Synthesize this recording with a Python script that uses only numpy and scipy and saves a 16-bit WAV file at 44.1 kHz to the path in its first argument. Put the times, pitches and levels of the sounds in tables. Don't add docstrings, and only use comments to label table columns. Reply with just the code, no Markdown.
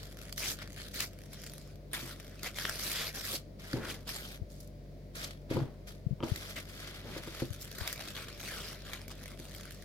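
import sys
import numpy as np
from scipy import signal
from scipy.fft import rfft, irfft, next_fast_len
from scipy.io import wavfile
from scipy.ndimage import uniform_filter1d, map_coordinates

SR = 44100
rng = np.random.default_rng(int(sys.argv[2]) if len(sys.argv) > 2 else 0)


def generate_wav(sig):
    pcm = np.round(np.clip(np.atleast_2d(sig).T, -1, 1) * 32767).astype(np.int16)
    wavfile.write(sys.argv[1], SR, pcm)


N = 433944
TIME = np.arange(N) / SR
FFT_SIZE = next_fast_len(N + SR // 2)
FFT_HZ = np.fft.rfftfreq(FFT_SIZE, 1 / SR)


# t/s, length/s, level/dB, growth/dB, treble/dB
RIPS = [(.382, 0.13, -42, 5, 4), (.775, 0.091, -47.5, -4, -4.5), (.945, 0.084, -41.5, 5.5, 2.5),
        (1.932, 0.0083, -43, 18, -0.5), (1.96, 0.17, -47, -3.5, -1), (2.435, 0.037, -40.5, 5, -4),
        (2.565, 0.21, -43, -0.5, -1), (2.79, 0.14, -42, 3.5, 5), (2.95, 0.14, -40.5, -4, -0.5),
        (3.15, 0.072, -43.5, -3, 0.5), (3.25, 0.099, -40.5, 2.5, 2), (4.082, 0.27, -47, -7, -1),
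        (7.61, 0.022, -56.5, -4, 13.5), (7.78, 0.12, -43.5, 9.5, -4.5), (8.155, 0.08, -43.5, -1.5, -6.5),
        (8.39, 0.095, -48, 9.5, 1.5), (8.51, 0.22, -45.5, -4.5, -3), (8.86, 0.1, -49, -2.5, -5.5),
        (9.115, 0.018, -50, -11, -4)]

def rips():
    return crackle(RIPS, attack_s=0.026, release_s=0.052,
                   breaks_per_s=520, spread_db=3.5, clump_db=1.0, hiss_db=-1.5)


# t/s, length/s, level/dB, growth/dB, treble/dB
RUSTLES = [(3.595, 0.16, -51, 7.5, -4), (3.78, 0.12, -50.5, 18.5, -3), (4.5, 0.13, -68.5, 0, 10.5),
           (5.155, 0.09, -44, 2, -2), (5.27, 0.031, -54.5, -3.5, -9), (5.505, 0.11, -48, -9.5, -7.5),
           (5.875, 0.059, -55.5, -10, -1), (6.24, 0.27, -48, 4, -3.5), (6.565, 0.012, -45, 2.5, -3),
           (6.67, 0.14, -52, 4, -3), (6.82, 0.25, -50, -11, -7.5), (7.07, 0.11, -48, 5.5, -6),
           (7.23, 0.19, -48.5, 6.5, -4)]

def rustles():
    return crackle(RUSTLES, attack_s=0.013, release_s=0.1,
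                   breaks_per_s=1900, spread_db=6.0, clump_db=4.3, hiss_db=-0.1)


# t/s, length/s, level/dB, growth/dB, treble/dB
PICKS = [(0, 0.35, -62, -19.5, -0.5), (.19, 0.096, -54.5, 2, -2), (.595, 0.025, -46, 2.5, -8.5),
         (.68, 0.72, -62.5, -6, -0.5), (1.33, 0.39, -58, -8.5, 2.5), (2.15, 0.45, -57.5, -4, -2.5),
         (7.46, 0.37, -54.5, 7, -0.5), (7.92, 0.19, -49, 4.5, -3), (8.26, 0.78, -52, -2, -4.5),
         (9.16, 0.18, -54.5, 2, -2.5), (9.41, .41, -54.5, -1.5, -0.5)]

def picks():
    return crackle(PICKS, attack_s=0.072, release_s=0.082,
                   breaks_per_s=330, spread_db=6.0, clump_db=4.5, hiss_db=-0.5)


def crackle(rows, attack_s, release_s, breaks_per_s, spread_db, clump_db, hiss_db):
    pull_db, taut_db = strokes(rows, attack_s, release_s)
    effort_db = pull_db + 51
    noise = rng.standard_normal(N)
    hiss = amp(hiss_db) * (noise - 0.5 * treble(noise, hz=5850))
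    shower = fibres(breaks_per_s * amp(1.05 * effort_db), spread_db, clump_db)
    return stretched(amp(pull_db) * (shower + hiss), taut_db)


def fibres(breaks_per_s, spread_db, clump_db, strength_db=13):
    breaks = rng.random(N) < breaks_per_s / SR
    size_db = spread_db * rng.standard_normal(N) + clump_db * wobble(130)
    pulses = amp(np.minimum(size_db, strength_db)) * rng.choice([-1, 1], N)
    return breaks * np.sqrt(SR / breaks_per_s) * unit(pulses)


def strokes(rows, attack_s, release_s):
    t = np.arange(0, N, 32) / SR
    start, length, db, growth_db, *extras = np.transpose(rows)[..., None]
    age = t - start
    ramp_db = growth_db * (np.clip(age / length, 0, 1) - 0.5)
    edges = np.maximum(-age, 0) / attack_s + np.maximum(age - length, 0) / release_s
    power = amp(db + ramp_db - 20 * edges) ** 2
    total = power.sum(0) + 1e-12
    blended = [(power * column).sum(0) / total for column in extras]
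    return [np.interp(TIME, t, column) for column in [10 * np.log10(total), *blended]]


def stretched(x, taut_db):
    return x + (amp(taut_db) - 1) * treble(x, hz=4320)


# t/s, level/dB, treble/dB
SNAPS = [(.326, -24.5, -0.5), (0.379, -18.5, 1.5), (1.005, -22, 11), (1.466, -34, 1.5), (1.933, -20.5, 2),
         (2.432, -31, 8), (2.586, -18, -7), (2.652, -17.5, -12), (2.695, -18.5, 2), (3.732, -20, -12),
         (4.144, -29, 3), (4.162, -24.5, -3.5), (5.309, -30, -6), (6.36, -26, 2), (6.563, -35, -7),
         (7.785, -24.5, 2), (7.809, -23, -12), (7.876, -16, 0.5), (7.928, -24.5, 6), (8.104, -31, 3.5),
         (8.403, -24, -7), (8.934, -19.5, -4), (8.949, -23, -17), (9.081, -31.5, 3.5), (9.258, -24, -10),
         (9.399, -33, 0), (9.562, -37, 3)]

def snaps(t60_s=0.0094):
    track, t = np.zeros(N), np.arange(SR // 20) / SR
    for s, db, _ in SNAPS:
        burst = rng.standard_normal(len(t)) * amp(-60 * t / t60_s)
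        add(track, s, amp(db) * burst / np.abs(burst).max())
    return stretched(track, curve([(s, taut_db) for s, _, taut_db in SNAPS]))


def flexing(x, depth_db, size=512):
    spectra = signal.stft(x, nperseg=size)[2]
    patches = uniform_filter1d(rng.standard_normal(spectra.shape), size=5, axis=0)
    patches = uniform_filter1d(patches, size=9, axis=1)
    gain = unit(amp(depth_db * unit(patches)))
    return signal.istft(spectra * gain, nperseg=size)[1][:N]


# f/Hz, level/dB
PAPER_SPECTRUM = [(300, -2), (650, -1.5), (900, -8.5), (1350, 0.5), (2250, 1.5), (2750, -1), (3300, 3.5),
                  (4000, 2), (4700, 3.5), (8300, -4.5), (11000, -3), (14000, -4), (16000, -16.5)]

def paper():
    tearing, rustling, picking = rips(), rustles(), picks()
    cracks = flexing(tearing + picking + snaps(), depth_db=3.0) + rustling
    crisp = treble(cracks, hz=2740)
    scatter = room(cracks + 0.5 * crisp,
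                   near_db=-5.5, near_t60_s=0.01, far_db=-12.5, far_t60_s=0.1, size=128)
    direct = ports(cracks - 0.79 * crisp)
    return coloured(direct + scatter, PAPER_SPECTRUM)


# crest t/s, rise/s, f/Hz, level/dB
PAPER_SWELLS = [(0.44, 0.057, 2420, -43), (1.008, 0.024, 2730, -42.5), (2.6533, 0.0026, 2030, -26),
                (3.0, 0.14, 3530, -43), (3.359, 0.014, 4500, -38.5), (3.852, 0.075, 1480, -46.5),
                (5.245, 0.0081, 5100, -40), (6.578, 0.032, 2090, -44.5)]

def paper_swells(relative_bandwidth=0.39):
    track = np.zeros(N)
    for crest_s, rise_s, hz, db in PAPER_SWELLS:
        swell = np.hanning(round(2 * rise_s * SR))
        bandpass = signal.iirpeak(hz, 1 / relative_bandwidth, fs=SR)
        band = signal.lfilter(*bandpass, rng.standard_normal(len(swell)))
        add(track, crest_s - rise_s, amp(db) * unit(lowpass(band, 2 * hz)) * swell)
    return track


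# f/Hz, level/dB, t60/s
TABLE_MODES = [(132.3, 0, 0.12), (265, 0, 0.061), (331.3, -2.5, 0.14), (422, 1.5, 0.035), (529, 0, 0.063),
               (948, -3.5, 0.039), (1210, -3.5, 0.036), (3090, 6, 0.01)]

def table_ring(t):
    ring = np.zeros(len(t))
    for hz, db, t60_s in TABLE_MODES:
        decay = amp(db + rng.normal(0, 1.0) - 60 * t / t60_s)
        detuned_hz = hz * rng.normal(1, 0.021)
        ring += decay * np.sin(2 * np.pi * (detuned_hz * t + rng.random()))
    return ring


# t/s, level/dB, hardness f/Hz
KNOCKS = [(2.024, -44, 280), (3.734, -32.5, 380), (3.766, -40, 500), (5.507, -32.5, 597), (5.566, -30, 980),
          (5.584, -36, 450), (5.61, -32.5, 174), (6.204, -43, 2730), (6.227, -38.5, 3060),
          (6.234, -38.5, 3830), (7.162, -42, 1510), (7.271, -43.5, 900), (7.419, -32.5, 640),
          (9.397, -49, 800)]

def knocks():
    track, t = np.zeros(N), np.arange(SR // 4) / SR
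    for s, db, hard_hz in KNOCKS:
        ring = table_ring(t)
        tick = 2.4 * rng.standard_normal(len(t)) * amp(-60 * t / 0.01)
        onset = 1 - np.exp(-t * hard_hz)
        blow = lowpass((ring + tick) * onset, hard_hz, order=3)
        add(track, s, amp(db) * blow / blow[t < 0.02].std())
    return track


# t/s, length/s, level/dB, growth/dB
SLIDES = [(3.76, 0.21, -47.5, -14), (5.52, 0.071, -40.5, 0.5), (6.238, 0.075, -46, -12),
          (7.06, 0.15, -51.5, -6)]
# f/Hz, level/dB
PALM_SPECTRUM = [(50, -2), (140, 5), (380, 4.5), (700, -5.5), (1100, -10.5), (1700, -16), (8000, -45)]

def slides():
    level_db, = strokes(SLIDES, attack_s=0.036, release_s=0.16)
    friction = coloured(rng.standard_normal(N), PALM_SPECTRUM)
    grip = amp(0.67 * wobble(70))
    return amp(level_db) * unit(friction * grip)


# t/s, level/dB, f/Hz, contacts
BUMPS = [(4.416, -27.5, 88, 1), (6.065, -19, 121, 4), (6.317, -19, 107, 1), (7.505, -27.5, 95, 1),
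         (7.81, -29, 70.6, 1)]

def bumps(first_gap_s=0.043, gap_ratio=0.37, loss_db=3, right_db=-22):
    track, t = np.zeros(N), np.arange(SR // 10) / SR
    for s, db, hz, contacts in BUMPS:
        cycles = hz * t
        push = np.sin(2 * np.pi * cycles) * cycles ** 2 * np.exp(-cycles / 0.25)
        for k in range(round(contacts)):
            delay_s = first_gap_s * sum(gap_ratio ** np.arange(k))
            add(track, s + delay_s, amp(db - loss_db * k) * push / np.abs(push).max())
    return track * amp([[0], [right_db]])


# f/Hz, level/dB
HUM_PARTIALS = [(48.45, -53), (96.9, -58), (145.35, -58.5), (193.8, -64), (586.8, -69)]

def motor_hum():
    hum = np.zeros(N)
    for hz, db in HUM_PARTIALS:
        peak = np.sqrt(2) * amp(db + 1.4 * wobble(1.64))
        phase = 2 * np.pi * (hz * TIME + rng.random())
        hum += peak * np.sin(phase + 0.0018 * hz * wobble(3.2))
    return hum


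# f/Hz, level/dB
AIR_SPECTRUM = [(25, -19.5), (75, 2.5), (240, -2), (660, -9), (800, -27), (1300, -35.5), (2200, -33.5),
                (2700, -39), (4700, -36.5), (8000, -49), (16000, -47.5)]

def motor_air():
    common, left, right = [coloured(rng.standard_normal(N), AIR_SPECTRUM) for _ in range(3)]
    apart = np.array([0.54 * side + 2.35 * treble(side, hz=770) for side in (left, right)])
    return amp(-55.0) * (common + apart)


# t/s, right microphone lead/ms
FINGER_POSITION = [(1.0, 0.11), (2.0, -0.093), (3.7, 0.16), (4.2, -.18), (5.5, -0.26), (8, -0.042)]

def ports(x):
    lead_samples = curve(FINGER_POSITION) * SR / 1000
    return np.array([map_coordinates(x, [np.arange(N) + side * lead_samples / 2], order=3)
                     for side in (-1, 1)])


def room(x, near_db, near_t60_s, far_db, far_t60_s, size):
    power = np.abs(signal.stft(x, nperseg=size)[2]) ** 2
    lingering = 0
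    for db, t60_s in (near_db, near_t60_s), (far_db, far_t60_s):
        keep = amp(-60 * size / SR / t60_s)
        lingering += amp(db) ** 2 * signal.lfilter([1 - keep], [1, -keep], power)
    noise = signal.stft(rng.standard_normal((2, N)), nperseg=size)[2]
    return signal.istft(noise / noise.std() * np.sqrt(lingering), nperseg=size)[1][:, :N]


def amp(db):
    return 10 ** (np.asarray(db) / 20)


def unit(x):
    return x / np.sqrt(np.mean(x ** 2) + 1e-20)


def curve(rows):
    return np.interp(TIME, *np.transpose(rows))


def wobble(knots_per_s):
    knots = rng.standard_normal(int(N * knots_per_s / SR) + 4)
    return map_coordinates(knots, [TIME * knots_per_s], order=2)


def add(track, start_s, sound):
    part = track[..., round(start_s * SR):][..., :sound.shape[-1]]
    part += sound[..., :part.shape[-1]]


def lowpass(x, hz, order=2):
    return signal.sosfilt(signal.butter(order, min(hz, 0.45 * SR), fs=SR, output="sos"), x)


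def treble(x, hz):
    gain = 1 - 1 / (1 + (FFT_HZ / hz) ** 5)
    return irfft(rfft(x, FFT_SIZE) * gain, FFT_SIZE)[..., :N]


def coloured(x, points, size=4096):
    hz, db = np.transpose(points)
    log_hz = np.log(np.fft.rfftfreq(size, 1 / SR) + 1)
    gain = amp(np.interp(log_hz, np.log(hz), db))
    cepstrum = irfft(np.log(gain))[:size // 2]
    cepstrum[1:] *= 2
    pulse = irfft(np.exp(rfft(cepstrum, size)))
    return np.apply_along_axis(signal.oaconvolve, -1, x, pulse / np.linalg.norm(pulse))[..., :N]


def scene():
    handling = knocks() + slides() + paper_swells()
    echo = room(handling, near_db=-9, near_t60_s=0.035, far_db=-11, far_t60_s=0.25, size=256)
    return paper() + handling + echo + bumps() + motor_hum() + motor_air()


def record(dry, band_limit_hz=16300):
    left, right = dry
    left = amp(1.13) * (left - 0.046 * treble(left, hz=7240))
    right = amp(-0.35) * (right + 0.5 * treble(right, hz=6560))
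    spectrum = rfft(np.array([left, right]), FFT_SIZE)
    return irfft(spectrum * (FFT_HZ < band_limit_hz), FFT_SIZE)[:, :N]


dry = scene()
out = record(dry)
generate_wav(out)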